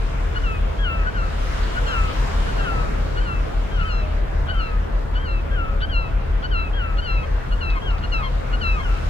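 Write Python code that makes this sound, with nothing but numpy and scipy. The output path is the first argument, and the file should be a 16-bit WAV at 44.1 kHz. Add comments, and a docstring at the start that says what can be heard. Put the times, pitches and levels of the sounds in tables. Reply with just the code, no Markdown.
"""A grassy shore in a fjord harbour: two gulls call to each other above small waves washing over rocks.
Each cry is a harmonic tone shaped by a throat; the nearer bird puts a short pip before each falling cry,
and the shore answers with scattered, smeared echoes. The wash is noise in bands that swell with each wave,
with ringing bubbles on top. Ships' diesels throb and drone as steady tones, a faint motor sinks in pitch,
a few dry ticks sound, and a breeze rumbles on the microphone over its even hiss."""
import sys
import numpy as np
from scipy import signal
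from scipy.fft import rfft, irfft, next_fast_len
from scipy.io import wavfile
from scipy.ndimage import uniform_filter1d

SR = 44100
rng = np.random.default_rng(int(sys.argv[2]) if len(sys.argv) > 2 else 0)


def pcm_store(signal):
    """Save signal as 16-bit PCM."""
    levels = np.round(np.clip(np.atleast_2d(signal), -1, 1) * 32767)
    wavfile.write(sys.argv[1], SR, levels.astype(np.int16).T)


N = 400869
TIME = np.arange(N) / SR  # s

# Calls of the near gull, a pip and then a cry. Each row: crest of the cry in seconds, lead of the pip
# before the crest in seconds, start of the cry after the crest in seconds, length of the fall in seconds,
# crest pitch in Hz, knee pitch in Hz, level before the breath in dB, brightness of the upper harmonics in dB.
NEAR_CALLS = [(0.418, 0.067, .01, .18, 1550, 1330, -36, -5.5),
              (1.142, 0.089, -0.004, 0.16, 1570, 1377, -32.5, -16.5),
              (1.84, 0.09, 0.014, 0.15, 1555, 1362, -35, -11.5),
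              (2.554, .09, .018, 0.15, 1547, 1352, -39, -8.5),
              (3.235, 0.071, -0.037, .185, 1540, 1380, -38, -4),
              (3.869, .072, -0.024, .19, 1543, 1387, -38, -4),
              (4.568, .089, -0.034, 0.14, 1570, 1415, -39, .5),
              (5.233, .088, -.042, .18, 1596, 1382, -39.5, -1),
              (5.898, 0.088, -0.011, 0.21, 1607, 1377, -37, -0.5),
              (6.504, .073, .002, 0.2, 1577, 1366, -35, -1.5),
              (7.038, 0.064, -.025, 0.22, 1542, 1360, -38, 1),
              (7.583, 0.069, 0.021, 0.21, 1573, 1343, -39, 1.5),
              (8.094, 0.067, 0.022, 0.15, 1560, 1343, -39, 4.5),
              (8.596, 0.074, 0.0095, 0.21, 1572, 1338, -35, 2)]
# Cries of the far gull. Each row: crest in seconds, length of the fall in seconds, crest pitch in Hz,
# level before the breath in dB, brightness of the upper harmonics in dB.
FAR_CALLS = [(0.818, 0.23, 1655, -35, -0.5), (1.896, 0.24, 1617, -33.5, -4.5),
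             (2.626, 0.26, 1615, -34.5, -9), (3.739, 0.22, 1595, -38, -6.5), (4.494, 0.3, 1597, -40, -8),
             (5.537, 0.23, 1615, -36.5, -11.5), (6.761, .225, 1637, -38.5, -2.5),
             (7.847, 0.14, 1650, -40.5, 0.5), (8.812, .2, 1657, -42.5, -2.5)]
# Low yelps closing the near gull's excited cries. Each row: start in seconds, length in seconds, level in dB.
YELPS = [(7.225, .032, -44), (7.749, 0.048, -38.5), (8.22, 0.07, -35.5), (8.787, 0.037, -38)]
# Growing excitement of the near gull. Each row: time in seconds, excitement from 0 to 1.
EXCITEMENT = [(6.5, 0), (7.04, .4), (7.58, .8), (8.09, 1)]
# Breath through a cry. Each row: time from the crest as a share of the fall, effort in dB.
NEAR_BREATH = [(-.3, -7), (0, -5), (.12, -1), (.32, 3.5), (.55, 2.5), (.8, -1.5), (1, -8)]
FAR_BREATH = [(-.3, -9), (0, -4), (.25, 4.5), (.5, 3), (.8, -.5), (1, -6)]
# Turning of each gull towards the shore. 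Each row: time in seconds, loss per upper harmonic in dB.
NEAR_DULLNESS = [(0.42, 4.5), (1.14, 0), (1.84, -9.5), (2.56, -4), (3.23, 2), (3.87, -5), (4.57, 0.5),
                 (6.2, 0.5), (8.7, -1)]
FAR_DULLNESS = [(0.8, 18), (8.8, 14)]
# Response of a gull's throat above the fundamental. Each row: frequency in Hz, gain in dB.
THROAT = [(2100, 6.5), (2750, 0), (3200, -1), (3650, -22), (4150, -11.5), (4550, -12.5), (4950, -30),
          (5600, -25.5), (6200, -52), (6800, -43), (7600, -42)]
# Waves breaking on the rocks. Each row: peak in seconds, strength over the calm wash in dB.
WAVES = [(0.05, 7.5), (0.45, 5.5), (1.65, 15), (2.3, 15.5), (3.0, -5), (3.7, 3), (4.55, -1), (7.4, 2),
         (8.3, 5), (9.1, 10.5)]
# Relative spectrum of the sea. Each row: frequency in Hz, density in dB per Hz.
SEA_COLOUR = [(100, -0.5), (135, -0.5), (230, -8.5), (360, -12), (480, -10), (700, -15), (1400, -14.5),
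              (2100, -21), (3000, -26.5), (4200, -34), (5600, -40), (6800, -42.5), (10000, -52),
              (15500, -62)]
# Stereo width of the sea. Each row: frequency in Hz, side minus mid in dB.
SEA_WIDTH = [(120, -6), (260, -2.5), (500, 4), (1000, 2), (2000, -1.5), (5000, 2), (12000, -1)]
# Lines of the smaller engines and generators. Each row: frequency in Hz, peak level in dB.
DRONE = [(25.67, -36.5), (28.89, -40.5), (46.36, -30.5), (51.38, -31.5), (57.74, -46), (74.27, -33.5),
         (77.12, -31), (81.09, -42), (102.72, -43), (116.57, -57), (128.44, -43)]
# A faint far-off motor tone. Each row: time in seconds, pitch in Hz, mean level in dB.
FAR_MOTOR = [(3.8, 626, -72), (4.05, 612, -43.5), (4.4, 578, -44), (4.8, 568.5, -53), (5.401, 557, -44.5),
             (6.049, 549, -47), (6.3, 550, -72)]
# Faint dry ticks. Each row: start in seconds, initial level in dB.
TICKS = [(1.631, -36), (7.701, -40), (7.905, -44), (7.98, -44)]
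# Relative spectrum of the wind rumble before its roll-off. Each row: frequency in Hz, density in dB per Hz.
WIND = [(18, -22), (26, 10.5), (35, -12.5), (47, 2.5), (60, -0.5), (72, 4.5), (90, -7), (115, -18)]

# After the quick drop to the knee a cry sags; its last pitch is a share of the knee
NEAR_END, FAR_END = .925, .893
FAR_KNEE = .868  # share of the crest pitch
FAR_RISE_S = .035
# At full excitement a cry droops: the pitch falls and the voice moves into its first harmonic
DROOP_S, DROOP_HZ, DROOP_FIRST_DB, DROOP_UPPER_DB = .05, 75.5, 15.5, -17
# A pip starts below the crest pitch (share), rises, and fills a share of the time before the crest
PIP_PITCH, PIP_RISE_HZ_PER_S, PIP_FILL = .915, 1790, 0.56
# Harmonics of a pip over those of its cry
PIP_FIRST_DB, PIP_SECOND_DB = 5.5, 0.5
# At full excitement a pip loses its rise, drops by this pitch and changes by this level
EXCITED_PIP_HZ, EXCITED_PIP_DB = 6.6, -5
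YELP_HZ, YELP_SAG_HZ_PER_S, YELP_BRIGHT_DB = 1077, 420, -9
CATCH_S = .012  # the hoarse catch comes this long before a short note
SEA_DB = -34  # mid level before the swell
WAVE_RISE_S, WAVE_DRAIN_S = 0.32, 0.46
# Foam, splash and surge: level in the calm, and how much of a wave goes into the last two
FOAM_CALM_DB, SPLASH_CALM_DB, SURGE_CALM_DB = -5.5, -2.34, -0.43
SPLASH_SHARE_DB, SURGE_SHARE_DB = -9, -13.5
SURGE_LAG_S, SURGE_SPREAD_S = 0.44, 0.55
TOP_HZ = 15700


def undb(db):
    """Decibels to amplitude gain."""
    return 10 ** (np.asarray(db) / 20)


def unit(x):
    """Normalise the power: rms 1."""
    return x / np.sqrt(np.mean(x ** 2))


def at_hz(table, hz):
    """Spectral interpolation on a logarithmic frequency axis."""
    f, db = np.transpose(table)
    return np.interp(np.log(hz + 1), np.log(f), db)


def at_time(table, s):
    """Linear interpolation of a two-column table."""
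    return np.interp(s, *np.transpose(table))


def walk(rate, size=N):
    """Smoothed random steps (rate in steps per s): a wander with a spread near 1."""
    k = max(int(SR / rate), 1)
    steps = np.repeat(rng.standard_normal(size // k + 1), k)
    return np.sqrt(2) * uniform_filter1d(uniform_filter1d(steps, k), k)[:size]


def noise(gain):
    """Spectral shaping: white noise filtered by gain(Hz), at rms 1."""
    size = next_fast_len(N, True)
    hz = np.fft.rfftfreq(size, 1 / SR)
    return unit(irfft(rfft(rng.standard_normal(size)) * gain(hz), size)[:N])


def add(track, s, sound):
    """Superposition: mix a sound into a track at time s."""
    i = int(np.clip(s * SR, 0, N))
    track[..., i:i + sound.shape[-1]] += sound[..., :N - i]


def place(x, left_db, lead_ms):
    """Interaural differences: a source to the left reaches the left port louder and sooner."""
    left = x * undb(left_db / 2)
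    right = np.interp(TIME - lead_ms / 1000, TIME, x) * undb(-left_db / 2)
    return np.array([left, right])


def syrinx(hz, effort_db, first_db, second_db, dull_db, jitter, rasp):
    """Source and filter: an unsteady harmonic tone through the throat; harder breath lifts upper harmonics."""
    shimmer_db, attack_s, release_s = 1.7, .011, .007
    n = len(hz)
    unsteady_hz = hz * (1 + jitter * walk(136.6, n) + rasp * walk(900, n))
    phase = 2 * np.pi * np.cumsum(unsteady_hz) / SR
    levels = [first_db + 0.85 * effort_db]
    for k in range(2, 6):
        tilt_db = (k - 2) * (0.22 * effort_db - dull_db)
        levels.append(second_db + at_hz(THROAT, k * hz) + effort_db + tilt_db)
    tone = np.zeros(n)
    for k, db in enumerate(levels, 1):
        tone += undb(db + shimmer_db * walk(49.8, n)) * np.sin(k * phase)
    edge = np.minimum(TIME[:n] / attack_s, TIME[:n][::-1] / release_s)
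    return np.sqrt(2) * tone * np.minimum(edge, 1)


def cry(start_s, fall_s, crest_hz, knee_hz, db, bright_db, dull_db, excited, breath, end,
        jitter, rasp, drop_s, closing_db, fade_db, waver, order):
    """Frequency glide: pitch arches over a crest, drops to a knee, then sags while the beak closes."""
    u = np.linspace(0, 1, int((fall_s - start_s) * SR))
    t = start_s + u * (fall_s - start_s)  # seconds from the crest
    arch = np.exp(-(t / np.where(t < 0, 2 * drop_s, drop_s)) ** 2)
    droop = excited * np.exp(-((fall_s - t) / DROOP_S) ** 2)
    sag_hz = knee_hz * (1 + (end - 1) * u ** order)
    hz = (crest_hz * arch + (1 - arch) * sag_hz) * (1 + waver * walk(42.5, len(u)))
    effort_db = at_time(breath, t / fall_s)
    first_db = db + fade_db * (.4 - u) + DROOP_FIRST_DB * droop
    upper_db = db + bright_db + closing_db * (.4 - u) + DROOP_UPPER_DB * droop ** 2
    return syrinx(hz - DROOP_HZ * droop ** 2, effort_db, first_db, upper_db, dull_db, jitter, rasp)


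def pip(length_s, start_hz, glide, db, bright_db, dull_db=-1, jitter=0.0066, rasp=0.0053,
        arch_db=9, peak_db=2.5, catch_db=-8, catch_rasp=0.1174):
    """Onset of voicing: a short note gliding by so many Hz per s, just after a hoarse catch."""
    u = np.linspace(0, 1, int(length_s * SR))
    effort_db = peak_db - arch_db * (2 * u - 1) ** 2
    hz = start_hz + glide * length_s * u
    clear = syrinx(hz, effort_db, db, db + bright_db, dull_db, jitter, rasp)
    catch_effort_db = effort_db + catch_db * (u + 0.68)
    hoarse = syrinx(hz, catch_effort_db, db - 1, db + bright_db, dull_db + 1, jitter, catch_rasp)
    lag = int(CATCH_S * SR)
    return np.pad(clear, (lag, 0)) + np.pad(hoarse, (0, lag))


def near_gull():
    """Phrasing by arousal: a pip, then a falling cry; excited pips lose their rise and cries droop to a yelp."""
    out = np.zeros(N)
    for s, lead_s, start_s, fall_s, hz, knee_hz, db, bright_db in NEAR_CALLS:
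        dull_db = at_time(NEAR_DULLNESS, s)
        excited = at_time(EXCITEMENT, s)
        pip_hz = PIP_PITCH * hz - EXCITED_PIP_HZ * excited
        rise = PIP_RISE_HZ_PER_S * (1 - excited)
        pip_db = db + PIP_FIRST_DB + EXCITED_PIP_DB * excited
        pip_bright_db = bright_db + PIP_SECOND_DB - PIP_FIRST_DB
        add(out, s - lead_s - CATCH_S, pip(PIP_FILL * lead_s, pip_hz, rise, pip_db, pip_bright_db))
        add(out, s + start_s, cry(start_s, fall_s, hz, knee_hz, db, bright_db, dull_db, excited,
                                  NEAR_BREATH, NEAR_END, jitter=.0035, rasp=0.0024, drop_s=.034,
                                  closing_db=5, fade_db=8, waver=0.00303, order=2))
    for s, length_s, db in YELPS:
        add(out, s - CATCH_S, pip(length_s, YELP_HZ, -YELP_SAG_HZ_PER_S, db, YELP_BRIGHT_DB))
    return out


def far_gull():
    """Weakened upper harmonics: the answering bird gives slower, duller cries with no pip."""
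    out = np.zeros(N)
    for s, fall_s, hz, db, bright_db in FAR_CALLS:
        dull_db = at_time(FAR_DULLNESS, s)
        add(out, s - FAR_RISE_S, cry(-FAR_RISE_S, fall_s, hz, FAR_KNEE * hz, db, bright_db, dull_db, 0,
                                     FAR_BREATH, FAR_END, jitter=0.0038, rasp=0.0034, drop_s=.042,
                                     closing_db=15.5, fade_db=2.5, waver=0.0035, order=1))
    return out


def shore(x, t60=0.87, tail_db=-17, echo_s=.28, echo_db=-24, smear_s=0.056):
    """Scattering and reflection: rocks give a thin tail; the harbour front returns a smeared echo."""
    t = TIME[:SR]
    tail = undb(-60 * t / t60) * (t > .01)
    echo = np.exp(-((t - echo_s) / smear_s) ** 2)
    envelope = undb(tail_db) * unit(tail) + undb(echo_db) * unit(echo)
    response = rng.standard_normal((2, SR)) * envelope / np.sqrt(SR)
    return signal.fftconvolve(x[None], response, axes=1)[:, :N]


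def gulls():
    """Direct and reflected sound: both birds stand to the left, and the shore returns their calls."""
    near, far = near_gull(), far_gull()
    direct = undb(1.5) * (place(near, 4.2, .29) + place(far, 4.2, .2))
    return direct + shore(near + far)


def sea_swell():
    """Build-up and drainage: surge, splash and foam in dB; the heavy surge follows late and blurred."""
    power = np.zeros(N)
    for s, db in WAVES:
        t = TIME - s
        power += undb(db) ** 2 * np.exp(-np.where(t < 0, (t / WAVE_RISE_S) ** 2, t / WAVE_DRAIN_S))
    backwash = uniform_filter1d(np.interp(TIME - SURGE_LAG_S, TIME, power), int(SURGE_SPREAD_S * SR))
    surge = SURGE_CALM_DB + 10 * np.log10(1 + undb(SURGE_SHARE_DB) ** 2 * backwash)
    splash = SPLASH_CALM_DB + 10 * np.log10(1 + undb(SPLASH_SHARE_DB) ** 2 * power)
    foam = FOAM_CALM_DB + 10 * np.log10(1 + power)
    return [surge, splash, foam]


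def wash(churn_db=1.2, left_db=1, foam_left_db=2.5, surge_hz=450, splash_hz=2200, foam_hz=6500, count=18):
    """Turbulent noise: surge moves the lows, splash the middle, foam, more to the left, the treble."""
    swell = sea_swell()
    size = next_fast_len(N, True)
    hz = np.fft.rfftfreq(size, 1 / SR)
    mid, side = rfft(rng.standard_normal((2, size))) * undb(at_hz(SEA_COLOUR, hz))
    width = undb(at_hz(SEA_WIDTH, hz))
    ports = np.array([mid + width * side, mid - width * side]) * (hz > 95)
    scale = undb(SEA_DB) / irfft(mid * (hz > 95), size).std()
    left_right = np.array([[1], [-1]])
    centres = np.log([surge_hz, splash_hz, foam_hz])
    edges = np.geomspace(80, 16000, count + 1)
    out = np.zeros((2, N))
    for lo, hi in zip(edges, edges[1:]):
        shares = [np.interp(np.log(lo * hi) / 2, centres, row) for row in np.eye(len(swell))]
        # each band churns alone
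        db = sum(share * part for share, part in zip(shares, swell)) + churn_db * walk(15)
        in_band = (hz >= lo) & (hz < hi)
        band = irfft((ports * in_band).astype(np.complex64), size)[:, :N]
        out += band * undb(db) * undb(left_right * foam_left_db * shares[-1] / 2)
    return scale * out * undb(left_right * left_db / 2)


def bubbles(low_hz, high_hz, cycles, db, spread_db, count):
    """Damped resonance: bursting bubbles and drops ring briefly, rising, louder when a wave breaks."""
    splash = sea_swell()[1]
    out = np.zeros((2, N))
    for when, pitch, size, pan in rng.random((count, 4)):
        hz = low_hz * (high_hz / low_hz) ** pitch
        u = np.linspace(0, 1, int(2 * cycles * SR / hz) + 2)
        ring = np.sin(4 * np.pi * cycles * u * (1 + 0.046 * u)) * np.exp(-np.log(200) * u)
        # a few are much louder than most
        loud_db = db + splash[int(when * (N - 1))] - spread_db * np.log(max(1 - size, .01))
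        gain = undb(loud_db) * (low_hz / hz) ** 0.19
        add(out, when * N / SR, np.sqrt([[pan], [1 - pan]]) * ring * gain)
    return out


def water():
    """Superposition of noise and rings: the wash with its gurgles and fine spray."""
    gurgle = bubbles(450, 2500, cycles=9, db=-46, spread_db=1.5, count=700)
    spray = bubbles(2500, 12000, cycles=3, db=-45, spread_db=2.5, count=1500)
    return wash() + gurgle + spray


def harbour(diesel_db=-20.0, waver=0.27, whine_db=-50, upper_whine_db=-55):
    """Amplitude modulation: an eight-cylinder diesel throbs once per engine cycle, amid drones and a whine."""
    firing_hz, throb_s, depth = 40.54, .042, .72
    whine_hz, upper_whine_hz = 664, 695  # two close tones of one machine
    throb = 1 + depth * np.cos(2 * np.pi * firing_hz / 8 * (TIME - throb_s))
    firing = np.sin(2 * np.pi * firing_hz * TIME + 0.3 * walk(3.22))
    diesel = throb * firing * undb(diesel_db + .5 * walk(4.15))
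    drone = np.zeros(N)
    for hz, db in DRONE:
        drone += undb(db) * np.sin(2 * np.pi * (hz * TIME + rng.random()) + waver * walk(2.024))
    lower = undb(whine_db + 2 * walk(3.05)) * np.sin(2 * np.pi * whine_hz * TIME + 1.0 * walk(6.7))
    upper = undb(upper_whine_db + 2 * walk(3)) * np.sin(2 * np.pi * upper_whine_hz * TIME + 1.1 * walk(6))
    return place(diesel, 2, .1) + place(drone + lower + upper, .5, .1)


def far_motor():
    """Frequency and amplitude modulation: a distant motor swells and sinks in pitch."""
    s, hz, db = np.transpose(FAR_MOTOR)
    pitch_hz = np.interp(TIME, s, hz) * (1 + 0.01196 * walk(40))
    phase = 2 * np.pi * np.cumsum(pitch_hz) / SR
    level_db = np.interp(TIME, s, db) + 3.2 * walk(14)
    return place(np.sin(phase) * undb(level_db), 1, .1)


def ticks(lo_hz=3300, hi_hz=4700, t60=0.091):
    """Exponential decay: small dry ticks of band noise die away at once."""
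    out = np.zeros(N)
    t = TIME[:SR // 10]
    band = signal.butter(2, [lo_hz, hi_hz], "bandpass", fs=SR, output="sos")
    for s, db in TICKS:
        burst = unit(signal.sosfilt(band, rng.standard_normal(len(t))))
        add(out, s, burst * undb(db - 60 * t / t60))
    return place(out, 3, 0.28)


def wind(db=-32, gust_db=2.0, apart_db=-9):
    """Turbulent pressure: low buffeting on the microphone, partly different at the two ports."""
    def rumble(hz):
        return undb(at_hz(WIND, hz)) / (1 + (hz / 150) ** 6)
    mid = noise(rumble)
    side = noise(rumble) * undb(apart_db)
    return np.array([mid + side, mid - side]) * undb(db + gust_db * walk(2.93))


def hiss(db=-64):
    """White noise: even microphone hiss under the foam, independent at each port."""
    return undb(db) * rng.standard_normal((2, N))


def scene():
    """Superposition of everything that reaches the microphone on the shore, with its hiss."""
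    return gulls() + water() + harbour() + far_motor() + ticks() + wind() + hiss()


def record(dry):
    """Band limiting: the recorder cuts the top with a steep low-pass."""
    return signal.sosfilt(signal.ellip(10, .2, 80, TOP_HZ, fs=SR, output="sos"), dry)


dry = scene()
out = record(dry)
pcm_store(out)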